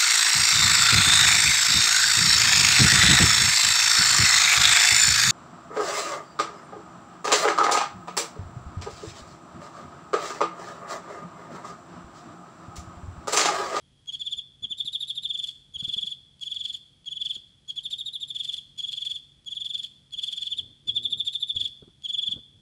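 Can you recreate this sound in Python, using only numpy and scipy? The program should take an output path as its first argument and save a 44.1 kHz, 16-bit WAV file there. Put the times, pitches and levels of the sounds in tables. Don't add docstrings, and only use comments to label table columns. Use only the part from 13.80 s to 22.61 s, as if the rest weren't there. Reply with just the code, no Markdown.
import sys
import numpy as np
from scipy import signal
from scipy.fft import rfft, irfft, next_fast_len
from scipy.io import wavfile

SR = 44100
rng = np.random.default_rng(int(sys.argv[2]) if len(sys.argv) > 2 else 0)


def unload_wav(signal):
    wavfile.write(
        sys.argv[1],
        SR,
        np.round(np.clip(np.atleast_2d(signal).T, -1, 1) * 32767).astype(np.int16),
    )


N = 388521
TIME = np.arange(N) / SR

# first_stroke_end_s, last_stroke_end_s, strokes, peak_db, top_tooth_rate_hz, rate_fall_hz, skid_db, rasp_db
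STROKE_RUNS = [(.303, .355, 2, -23.5, 3470, 343, -56, -54.5), (0.425, .596, 4, -25, 3544, 408, -46, -56),
               (0.854, 0.932, 2, -21, 3590, 565, -38, -59.5),
               (1.013, 1.463, 7, -23, 3709, 552, -26.5, -60.5), (1.515, 1.693, 5, -24, 3548, 480, -50, -55),
               (1.968, 2.327, 9, -23.5, 3508, 386, -44, -52),
               (2.639, 2.953, 8, -24.5, 3524, 420, -43.5, -52.5),
               (3.289, 3.563, 7, -24, 3500, 458, -45, -55), (3.91, 3.994, 2, -23.5, 3500, 406, -31, -53),
               (4.069, 4.515, 7, -24.5, 3702, 543, -30, -58.5),
               (4.570, 4.79, 6, -25, 3568, 480, -42, -53.5), (5.008, 5.366, 9, -24, 3528, 404, -43, -53.5),
               (5.690, 6.049, 9, -25, 3535, 430, -41.5, -55), (6.352, 6.681, 8, -24, 3540, 473, -42, -50.5),
               (6.736, 6.798, 2, -21.5, 3590, 516, -40, -62), (7.102, 7.181, 2, -16, 3648, 450, -36, -55.5),
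               (7.264, 7.711, 7, -18.5, 3682, 427, -33.5, -59.5),
               (7.776, 7.862, 3, -18.5, 3540, 418, -33.5, -53), (8.266, 8.529, 7, -21, 3506, 392, -62, -54)]
# pitch_hz, width_hz, relative_level_db
WING_RESONANCES = [(3447, 392, 0), (3610, 10, 9.7)]
# pitch_hz, relative_level_db
RASP_COLOUR = [(1000, -23), (1500, -10.5), (2000, -10), (2700, 3.5), (3500, 22), (3800, -3), (4250, 15),
               (5000, 5), (6000, -4), (7200, -1), (8500, -3.5), (10000, -6.5), (11500, -8), (12500, -23)]
RASP_SPLITS_HZ = [5500, 8500]
# peak_s, level_db, thud_pitch_hz
HAND_KNOCKS = [(0.574, -50, 88.8), (0.823, -45.5, 101), (0.842, -41, 192), (0.908, -46.5, 134),
               (1.05, -49, 129), (1.963, -46.5, 80), (2.027, -38, 132), (2.081, -40, 141),
               (2.166, -41.5, 190), (2.242, -45.5, 171), (3.567, -45.5, 280), (7.083, -41.5, 161),
               (7.372, -41.5, 158), (7.758, -37.5, 94.2), (7.826, -45.5, 110), (8.026, -37.5, 412),
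               (8.079, -43.5, 327), (8.491, -39.5, 174), (8.538, -44, 245), (8.561, -39, 110),
               (8.577, -46, 127)]
# pitch_hz, relative_level_db
SCUFF_COLOUR = [(18, -51), (30, -34), (102, -5), (204, -8.5), (322, -18.5), (412, -19), (754, -35.5),
                (1010, -34.5), (1500, -32.5), (1950, -58), (3300, -120)]
# start_s, length_s, level_db
HAND_RUBS = [(6.74, 0.21, -55.5), (7.016, 0.24, -55.5), (7.188, 0.32, -56.5), (7.7, 0.22, -56.5),
             (8.555, 0.043, -46.5), (8.69, 0.17, -64.5)]
# pitch_hz, relative_level_db
CASE_COLOUR = [(18, -66), (30, -23), (106, 4.5), (134, -12.5), (295, -7.5), (377, -16), (440, -15),
               (732, -31.5), (1200, -45), (1560, -77), (2640, -120)]
# start_s, length_s, slips_per_s, level_db
FINGER_CREAKS = [(7.079, .32, 120, -53), (8.66, 0.23, 100, -68)]
# pitch_hz, relative_level_db
AIR_COLOUR = [(25, -21), (45, 2.5), (90, 1.5), (140, 1.5), (220, -4), (400, -14), (700, -20.5), (1200, -23),
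              (2400, -23), (4500, -21), (7000, -27), (11000, -28), (12500, -75)]

STROKE_S, STROKE_SHARE = 0.0063, .51
REST_S = .15
WARM_UP_STROKES = 1.1
OPENING_S, OPENING_DROP_HZ, OPENING_FLATNESS = .034, 124.4, 0.32
OPENING_DB, OPENING_SKID_DB, OPENING_RASP_DB, OPENING_SECOND_DB = -5, -32, -4.5, 2
CLOSING_DB, CLOSING_LAG_S = -2, .002
SECOND_DB, THIRD_DB, THIRD_DB_PER_HZ, USUAL_HZ = -57.5, -68, 0.0427, 3500
VARY_HZ, VARY_FALL_HZ, VARY_DB = 13.1, 36.2, 1.23
VARY_SKID_DB, VARY_RASP_DB, VARY_OVERTONE_DB = 3, 3.44, 2.26
SKID_FROM, SKID_SHARE, SKID_GRIP_LOSS = .22, .36, 3.9
RETURN_S, RETURN_DB = .028, -7.5
CREAK_RISE = 0.14
TUB_T60_S, TUB_DB, ROOM_T60_S, ROOM_DB = 0.084, -8, 0.69, -14
AIR_DB, HUM_DB, HUM_HZ = -63.5, -69, 137.3
CUTOFF_HZ = 12200


def cricket(tone_db=0.83, skid_db=-7.5, scrape_db=6.5, tick_db=-46.5, overtone_crest=0.47,
            overtone_focus=1.2, skid_rasp_db=-31.5, rasp_crest=0.9, rasp_focus=.5):
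    fastest, swell = 0.3884, 1.34
    lift_s, skid_jitter_hz = 0.00076, 105
    jitter_hz, shimmer_db = 18, .7
    song, rasp = np.zeros((2, N))
    wobble = drift(270)
    pressure = from_db(shimmer_db * drift(580))
    last_end = 0
    for end, length, top_hz, fall_hz, peak, skid_level, rasp_level, second_level in strokes():
        start = end - length
        u = np.linspace(0, 1, round(length * SR))
        now = round(start * SR) + np.arange(len(u))

        skid = np.clip((u - SKID_FROM) / SKID_SHARE, 0, 1)
        grip_loss = min(SKID_GRIP_LOSS * from_db(skid_level - peak), 1)
        grip = 1 - grip_loss * np.sin(np.pi * skid ** 2)
        add(song, start, from_db(skid_level + skid_db) * squeal(skid, skid_jitter_hz * wobble[now]))
        add(rasp, start, from_db(skid_level + skid_rasp_db) * np.sin(np.pi * np.sqrt(skid)))

        slowing = ((u - fastest) / (1 - fastest)) ** 2
        rate_hz = top_hz - fall_hz * slowing + jitter_hz * wobble[now]
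        phase = 2 * np.pi * np.cumsum(rate_hz) / SR
        lift_off = np.minimum((1 - u) * length / lift_s, 1)
        force = u ** swell * lift_off * grip * pressure[now]
        add(song, start, from_db(peak + tone_db) * wing_tone(force * np.sin(phase)))

        third_level = THIRD_DB + THIRD_DB_PER_HZ * (top_hz - USUAL_HZ)
        overtone_db = [second_level, third_level] + VARY_OVERTONE_DB * rng.standard_normal(2)
        second, third = from_db(overtone_db)
        overtones = second * np.sin(2 * phase) + third * np.sin(3 * phase)
        overtone_shape = rms_one(arch(u, overtone_crest) ** overtone_focus)
        add(song, start, np.sqrt(2) * overtones * overtone_shape * pressure[now])

        scrape = from_db(rasp_level + scrape_db)
        add(rasp, start, scrape * rms_one(arch(u, rasp_crest) ** rasp_focus))
        add(rasp, end, scrape * from_db(RETURN_DB) * np.hanning(round(RETURN_S * SR)))

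        if start - last_end > REST_S:
            add(rasp, start - .010, from_db(tick_db) * np.hanning(SR // 400))
        last_end = end
    return song, colour(rasp * grit(), RASP_COLOUR)


def strokes():
    rows, sung, previous = [], 0, -1
    next_starts = [run[0] for run in STROKE_RUNS[1:]] + [np.inf]
    for run, following in zip(STROKE_RUNS, next_starts):
        first, last, count, peak, top_hz, fall_hz, skid, rasp = run
        count = round(count)
        u = np.linspace(0, 1, count)
        if first - previous > REST_S:
            sung = 0
        opening = np.exp(-((sung + np.arange(count)) / WARM_UP_STROKES) ** 2)
        closing = (u == 1) * (following - last > REST_S)
        length = STROKE_S + STROKE_SHARE * (last - first) / (count - 1)
        chance = rng.standard_normal((count, 5)).T
        rows.extend(zip(first + (last - first) * u + CLOSING_LAG_S * closing,
                        length + (OPENING_S - length) * np.sqrt(opening),
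                        top_hz - OPENING_DROP_HZ * opening + VARY_HZ * chance[0],
                        fall_hz * (1 - OPENING_FLATNESS * opening) + VARY_FALL_HZ * chance[1],
                        peak + OPENING_DB * opening + CLOSING_DB * closing + VARY_DB * chance[2],
                        skid + OPENING_SKID_DB * opening + VARY_SKID_DB * chance[3],
                        rasp + OPENING_RASP_DB * opening + VARY_RASP_DB * chance[4],
                        SECOND_DB + OPENING_SECOND_DB * opening))
        sung, previous = sung + count, last
    return rows


def wing_tone(drive):
    fade = np.exp(-np.arange(SR // 5) / (.022 * SR))
    damping = np.pad(fade, (len(drive), 0), mode="edge")
    drive = np.pad(drive, (0, SR // 5))
    tone = 0
    for k, (hz, width_hz, db) in enumerate(WING_RESONANCES):
        sign = (-1) ** k
        tone = tone + sign * from_db(db) * resonate(drive, hz, width_hz)
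    tone = damping * tone
    return tone / np.abs(tone).max()


def squeal(v, wobble_hz, from_hz=3810, drop_hz=80):
    rate_hz = from_hz - drop_hz * v + wobble_hz
    return np.sqrt(2) * np.sin(np.pi * v) * np.sin(2 * np.pi * np.cumsum(rate_hz) / SR)


def grit():
    grain_db, catch_db, own_db = 2.0, 4.3, 2.6
    shared = from_db(grain_db * drift(700) + catch_db * drift(55))
    bands = [(RASP_SPLITS_HZ[0], "low"), (RASP_SPLITS_HZ, "band"), (RASP_SPLITS_HZ[1], "high")]
    hiss = 0
    for hz, kind in bands:
        band_filter = signal.butter(2, hz, kind, fs=SR, output="sos")
        band = signal.sosfilt(band_filter, rng.standard_normal(N))
        hiss = hiss + band * from_db(own_db * drift(90))
    return rms_one(shared * hiss)


def echoes(x, t60_s, delay_s):
    t = np.arange(SR) / SR
    onset = np.clip(t / delay_s - 1, 0, 1)
    response = rng.standard_normal(SR) * from_db(-60 * t / t60_s) * onset
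    return signal.fftconvolve(x, response / np.linalg.norm(response))[:N]


def hand(knock_db=-4.5, thud_db=2.0, rise_s=0.0031, knock_t60_s=0.094, thud_cycles=9.5):
    thuds, scuffs = np.zeros((2, N))
    t = np.arange(SR // 3) / SR
    attack = np.minimum(t / rise_s, 1)
    for peak_s, db, hz in HAND_KNOCKS:
        thud = from_db(db + thud_db - 60 * t * hz / thud_cycles) * np.sin(2 * np.pi * hz * t)
        add(thuds, peak_s - rise_s, attack * thud)
        add(scuffs, peak_s - rise_s, attack * from_db(db + knock_db - 60 * t / knock_t60_s))
    rubbing = sum(from_db(db) * slide(start_s, length_s) for start_s, length_s, db in HAND_RUBS)
    return thuds + scuffs * noise(SCUFF_COLOUR) + rubbing * noise(CASE_COLOUR)


def creak():
    out = 0
    for start_s, length_s, rate, db in FINGER_CREAKS:
        progress = np.clip((TIME - start_s) / length_s - .5, -.5, .5)
        rate_hz = rate * (1 + CREAK_RISE * progress)
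        slips = np.diff(np.floor(np.cumsum(rate_hz) / SR), prepend=0)
        out = out + from_db(db) * slide(start_s, length_s) * rms_one(colour(slips, CASE_COLOUR))
    return out


def slide(start_s, length_s):
    return np.sin(np.pi * np.clip((TIME - start_s) / length_s, 0, 1))


def background(ring_db=-70.5):
    hum = np.sqrt(2) * np.sin(2 * np.pi * np.cumsum(HUM_HZ + 1.25 * drift(2.48)) / SR)
    ring = rms_one(resonate(resonate(rng.standard_normal(N), 3280, 300), 3280, 300))
    return from_db(AIR_DB) * noise(AIR_COLOUR) + from_db(HUM_DB) * hum + from_db(ring_db) * ring


def from_db(db):
    return 10 ** (np.asarray(db) / 20)


def rms_one(x):
    return x / np.sqrt(np.mean(x ** 2) + 1e-20)


def add(out, start_s, sound):
    i = max(round(start_s * SR), 0)
    out[i:i + len(sound)] += sound[:max(N - i, 0)]


def resonate(x, hz, width_hz):
    r = np.exp(-np.pi * width_hz / SR)
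    feed = np.array([1, 0, -1]) * (1 - r * r) / 2
    return signal.lfilter(feed, [1, -2 * r * np.cos(2 * np.pi * hz / SR), r * r], x)


def colour(x, spectrum):
    size = next_fast_len(len(x))
    hz, db = np.transpose(spectrum)
    log_hz = np.log(np.fft.rfftfreq(size, 1 / SR) + 1)
    gain = from_db(np.interp(log_hz, np.log(hz), db))
    return irfft(rfft(x, size) * rms_one(gain), size)[:len(x)]


def noise(spectrum):
    return colour(rng.standard_normal(N), spectrum)


def drift(rate_hz):
    smoother = signal.butter(2, rate_hz, fs=SR, output="sos")
    return rms_one(signal.sosfilt(smoother, rng.standard_normal(N)))


def arch(u, crest):
    bent = np.interp(u, [0, np.clip(crest, .05, .95), 1], [0, .5, 1])
    return rms_one(np.sin(np.pi * bent))


def scene(rim_hz=3490, rim_width_hz=5.0, rim_db=-6.0, spread_hz=3500, spread_width_hz=300, rasp_room_db=-11.5):
    tub_delay_s, room_delay_s, scatter_db = .003, .008, -11
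    song, rasp = cricket()
    tub = echoes(from_db(TUB_DB) * song + from_db(scatter_db) * rasp, TUB_T60_S, tub_delay_s)
    rim = from_db(rim_db) * resonate(song, rim_hz, rim_width_hz)
    spread = from_db(ROOM_DB) * resonate(song, spread_hz, spread_width_hz) + from_db(rasp_room_db) * rasp
    room = echoes(spread, ROOM_T60_S, room_delay_s)
    return (song + rasp + tub + rim + room + hand() + creak() + background())[None]


def record(dry):
    return signal.sosfilt(signal.ellip(10, .2, 70, CUTOFF_HZ, fs=SR, output="sos"), dry)


dry = scene()
out = record(dry)
unload_wav(out)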